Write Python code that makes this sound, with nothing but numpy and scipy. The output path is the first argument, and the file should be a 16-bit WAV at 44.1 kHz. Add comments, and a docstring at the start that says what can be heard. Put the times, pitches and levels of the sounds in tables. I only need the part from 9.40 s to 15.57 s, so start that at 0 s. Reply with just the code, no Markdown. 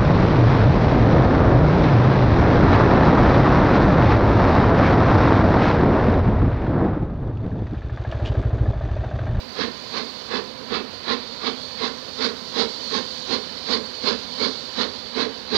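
"""A steam locomotive works towards a microphone beside the line, slowly gaining speed; only the right channel is live.
From the start wheels roll, steam leaks and a hum and whistle sing: shaped noise, and for the hum a wavering sine.
The first beat soon follows, then four to each wheel turn: noise puffs bark, rush and hiss, and trees and hillside answer.
About two seconds in the bark dips briefly; later the treble brightens, then eases a little at the end."""
import sys
import numpy as np
from scipy import signal
from scipy.fft import rfft, irfft, next_fast_len
from scipy.io import wavfile
from scipy.ndimage import uniform_filter1d, map_coordinates

SR = 44100
rng = np.random.default_rng(int(sys.argv[2]) if len(sys.argv) > 2 else 0)


def log_audio(samples):
    """Write samples as a 16-bit WAV file to the path given in sys.argv[1]."""
    # one column per channel
    frames = np.atleast_2d(samples).T
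    # limit to full scale, then quantise
    limited = np.clip(frames, -1, 1)
    pcm = np.round(limited * 32767).astype(np.int16)
    wavfile.write(sys.argv[1], SR, pcm)


N = 272097


def amp(db):
    """Decibels to gain."""
    return 10 ** (np.asarray(db) / 20)


def unit(x):
    """Scale to rms 1."""
    return x / np.sqrt(np.mean(x ** 2) + 1e-20)


def curves(rows):
    """One value per sample for each column after the time."""
    knots_s, *columns = np.transpose(rows)
    t = np.arange(N) / SR
    return [np.interp(t, knots_s, column) for column in columns]


def wobble(rate):
    """A smooth random curve, rate knots a second."""
    knots = rng.standard_normal(int(N * rate / SR) + 4)
    return map_coordinates(knots, [np.arange(N) * rate / SR])


def filtered(x, response):
    """Multiply the spectrum of x by a response given as a function of frequency in Hz."""
    padded = next_fast_len(N + SR // 2)
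    hz = np.fft.rfftfreq(padded, 1 / SR)
    return irfft(rfft(x, padded) * response(hz), padded)[..., :N]


def colour(hz, points, modes=()):
    """Gain of a smooth spectrum with resonant humps on it."""
    f, level_db = np.transpose(points)
    humps_db = sum(lift / (1 + (2 * (hz - centre) / width) ** 2) for centre, width, lift in modes)
    return amp(np.interp(np.log(hz + 1), np.log(f), level_db) + humps_db)


def noise(response):
    """Coloured noise of rms 1."""
    return unit(filtered(rng.standard_normal(N), response))


def below(hz, edge_hz, order=16):
    """Share of the power that a low-pass lets through; steep at the default order."""
    return 1 / (1 + (hz / edge_hz) ** order)


# spectrum of the exhaust jet: f/Hz, relative level/dB per Hz
JET_SPECTRUM = [(25, -31), (80, -9), (140, -22.5), (320, -14.5), (600, -8), (1500, -7), (2800, -11.5),
                (3900, 3), (4500, 2), (5600, -15.5), (6500, -22), (8000, -36.5), (11000, -60)]
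# resonances of chimney and smokebox: f/Hz, width/Hz, lift/dB
CHIMNEY_MODES = [(198.8, 67, 10.5), (244.2, 76, 19), (357, 104, 6.5), (450.3, 108, 16), (690, 32, 0.5),
                 (790, 48, 4), (1076, 206, 9.5), (1698, 300, 4), (2190, 190, 5.5), (2630, 48, 7.5),
                 (3300, 82, 0.5), (3720, 43, -11), (3740, 72, -2)]
# a full beat as the engine nears the microphone: t/s, chimney bark level/dB, jet rush level/dB
BEAT_APPROACH = [(0, -23, -24), (1.7, -21.5, -22), (2.102, -25, -23), (3.1, -21.5, -22.6),
                 (3.9, -20.5, -23.5), (6.17, -20.5, -21.5)]
# treble as the engine nears, for nozzle hiss and in part the leak: t/s, level/dB
TREBLE_APPROACH = [(0, -8), (0.55, -5), (1.15, -5.5), (2.35, -2.5), (2.95, -0.5), (4.65, 0.94),
                   (6.17, -1.6)]
HISS_DB = -18  # full-beat hiss level, to which the treble level is added
HISS_FOLLOWS = 0.78  # share of a beat's strength (in dB) that the nozzle hiss follows


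def exhaust(bark_edge_hz=600, hiss_edge_hz=3000, flutter_db=0.92, lump_db=1.13):
    """One turbulent jet: the chimney sounds first and longest, the nozzle hisses only at full flow."""
    crest_s, strength_db, bark_ebb_s = np.transpose(beats())
    when_s, bark_level_db, rush_level_db = np.transpose(BEAT_APPROACH)
    bark_db = strength_db + np.interp(crest_s, when_s, bark_level_db)
    rush_db = strength_db + np.interp(crest_s, when_s, rush_level_db)
    treble_db = np.interp(crest_s, *np.transpose(TREBLE_APPROACH))
    hiss_db = HISS_DB + HISS_FOLLOWS * strength_db + treble_db

    def jet(low_hz, high_hz):
        """Turbulent noise of the jet in one band."""
        def response(hz):
            band_power = np.abs(below(hz, high_hz) - below(hz, low_hz))
            return colour(hz, JET_SPECTRUM, CHIMNEY_MODES) * np.sqrt(band_power)
        return noise(response)

    # lead, rise and fall are in seconds
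    bark = jet(1, bark_edge_hz) * puffs(bark_db, lead=0.021, rise=0.023, fall=bark_ebb_s, shape=2.52)
    rush = jet(bark_edge_hz, hiss_edge_hz) * puffs(rush_db, lead=0.0059, rise=0.029, fall=0.034, shape=1.68)
    hiss = jet(hiss_edge_hz, SR) * puffs(hiss_db, lead=0.001, rise=0.027, fall=0.023, shape=1.35)
    # eddies in the jet make each puff ragged
    lumpy_bark = bark * amp(lump_db * wobble(90))
    return (lumpy_bark + rush + hiss) * amp(flutter_db * wobble(170))


def puffs(levels_db, lead, rise, fall, shape):
    """Flow through the exhaust valve: at each beat it swells to a crest and ebbs as the cylinder empties."""
    t = np.arange(N) / SR
    power = np.zeros(N)
    ebbs_s = np.broadcast_to(fall, len(levels_db))
    for (crest_s, _, _), db, ebb_s in zip(beats(), levels_db, ebbs_s):
        near = np.abs(t - crest_s) < 0.25
        # the puff peaks ahead of the listed crest by its lead
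        since_peak = t[near] - crest_s + lead
        span_s = np.where(since_peak < 0, rise, ebb_s)
        power[near] += amp(db) ** 2 * np.exp(-np.abs(since_peak / span_s) ** shape)
    return np.sqrt(power)


# four slightly uneven beats of a wheel turn: crest t/s in the first turn, strength level/dB, bark ebb/s
WHEEL_STROKES = [(0.225, 0, 0.063), (0.582, -2.5, 0.067), (0.959, -2.5, 0.067), (1.357, -0.63, 0.075)]
TURN_S, QUICKEN_S = 1.496, 0.0056  # length of the first wheel turn, and how much shorter each next one is


def beats():
    """The four strokes come round with every wheel turn: rows of (crest s, strength dB, bark ebb s)."""
    turns = np.arange(int(N / SR / TURN_S) + 1)
    lengths_s = TURN_S - QUICKEN_S * turns
    starts_s = np.cumsum(lengths_s) - lengths_s
    return [(start + crest * length / TURN_S, db, ebb)
            for start, length in zip(starts_s, lengths_s)
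            for crest, db, ebb in WHEEL_STROKES]


# spectrum of the leaking steam: f/Hz, relative level/dB per Hz
LEAK_SPECTRUM = [(1500, -39), (2900, -13.5), (3600, -3), (4400, 0), (5600, -15), (7200, -24), (9000, -35.5),
                 (11000, -53), (14500, -67)]
# half-whistled tones of the leak: f/Hz, width/Hz, lift/dB
LEAK_TONES = [(4155, 93, 3.5), (4482, 110, 8.3), (4693, 91, 7), (4880, 99, 1.5), (5360, 170, 4.5),
              (5880, 100, 6), (6400, 210, 5)]


def leaking_steam(base_db=-32, swing_db=1.78, crest_turn=0.44, treble_follow=0.62):
    """Escaping steam hisses and half whistles, swelling at the steady period of the first wheel turn."""
    treble_db, = curves(TREBLE_APPROACH)
    turn = np.arange(N) / SR / TURN_S
    swell_db = swing_db * np.cos(2 * np.pi * (turn - crest_turn))
    level_db = base_db + treble_follow * treble_db + swell_db
    leak = noise(lambda hz: colour(hz, LEAK_SPECTRUM, LEAK_TONES))
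    return leak * amp(level_db + 0.6 * wobble(22))


# spectrum of wheels and draught: f/Hz, relative level/dB per Hz
ROAR_SPECTRUM = [(25, -17), (70, 0), (160, -1.5), (330, -3), (450, 3.5), (750, -3), (1300, -4),
                 (2800, -8.5), (4500, -34)]
# hollow tones in the roar: f/Hz, width/Hz, lift/dB
ROAR_TONES = [(239.4, 67, 12), (1005, 98, 6.5)]


def rolling_roar(base_db=-36):
    """Wheels and draught make a dull, resonant noise whose level wavers slightly."""
    roar = noise(lambda hz: colour(hz, ROAR_SPECTRUM, ROAR_TONES))
    return roar * amp(base_db + 0.3 * wobble(21.88))


# the two thin tones at the microphone: t/s, hum level/dB, steam whistle level/dB
TONE_LEVELS = [(0, -50, -51), (0.8, -45.5, -50.5), (1.55, -54, -50), (2.5, -43, -49), (4.5, -45, -46.5),
               (6.17, -46.5, -51)]
HUM_HZ, WHISTLE_HZ = 513, 3034


def singing(drift_hz=0.81, waver_db=1.6, whistle_width_hz=50):
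    """A low sine hums while a narrow band of noise makes a breathy steam whistle; both waver at random."""
    hum_db, whistle_db = curves(TONE_LEVELS)
    phase = 2 * np.pi * np.cumsum(HUM_HZ + drift_hz * wobble(14)) / SR
    hum = unit(np.sin(phase)) * amp(hum_db + waver_db * wobble(6.08))
    whistle = noise(lambda hz: 1 / (1 + (2 * (hz - WHISTLE_HZ) / whistle_width_hz) ** 2))
    return hum + whistle * amp(whistle_db + 1.2 * wobble(9))


def hillside(x, t60=0.9, delay=0.031, dull_hz=4000):
    """Trees and slopes scatter a dull, late answer: it builds up over delay (s) and dies away over t60 (s)."""
    t = np.arange(SR) / SR
    envelope = amp(-60 * t / t60) * (1 - np.exp(-(t / delay) ** 2))
    tail = rng.standard_normal(SR) * envelope
    answer = signal.fftconvolve(x, tail / np.linalg.norm(tail))[:N]
    return filtered(answer, lambda hz: np.sqrt(below(hz, dull_hz, order=2)))


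# very top of the sound, veiled and cleared by the air on its way to the microphone: t/s, level/dB
AIR_SHEEN = [(0, 2), (1.35, 0), (2.1, -1), (3, 2.7), (4, 0.9), (6.17, -0.5)]
SHEEN_EDGE_HZ = 4800


def through_air(x, ripple_db, ripple_edge_hz=500):
    """Shifting paths through the air cut a slowly changing ripple into the spectrum and veil or clear its top."""
    hz, t, spectrum = signal.stft(x, SR, nperseg=1024)
    # smooth the random field across frequency, then across time
    field = uniform_filter1d(rng.standard_normal(spectrum.shape), size=3, axis=0)
    field = uniform_filter1d(field, size=14, axis=1)
    ripple = ripple_db * unit(field) * (1 - below(hz, ripple_edge_hz, order=2))[:, None]
    sheen = np.outer(1 - below(hz, SHEEN_EDGE_HZ), np.interp(t, *np.transpose(AIR_SHEEN)))
    return signal.istft(spectrum * amp(ripple + sheen), SR, nperseg=1024)[1][:N]


def scene():
    """Engine, train and hillside reach the right channel; the left stays empty."""
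    chuffs = through_air(exhaust(), ripple_db=2.5)
    answer = amp(-14.5) * hillside(chuffs)
    running = through_air(leaking_steam() + rolling_roar(), ripple_db=1.5)
    live = chuffs + answer + running + singing()
    return np.array([np.zeros(N), live])


# electronic hiss of the recorder: f/Hz, relative level/dB per Hz
RECORDER_HISS = [(20, 1), (100, 0.5), (300, -9), (1000, -16), (3000, -20), (8000, -20.5), (15000, -21.5)]
TOP_HZ = 15720  # band limit of the recorder


def record(dry):
    """The recorder adds its own faint hiss to both channels and keeps nothing above its band limit."""
    hiss = np.array([noise(lambda hz: colour(hz, RECORDER_HISS)) for _ in dry])
    return filtered(dry + amp(-66.5) * hiss, lambda hz: hz < TOP_HZ)


dry = scene()
out = record(dry)
log_audio(out)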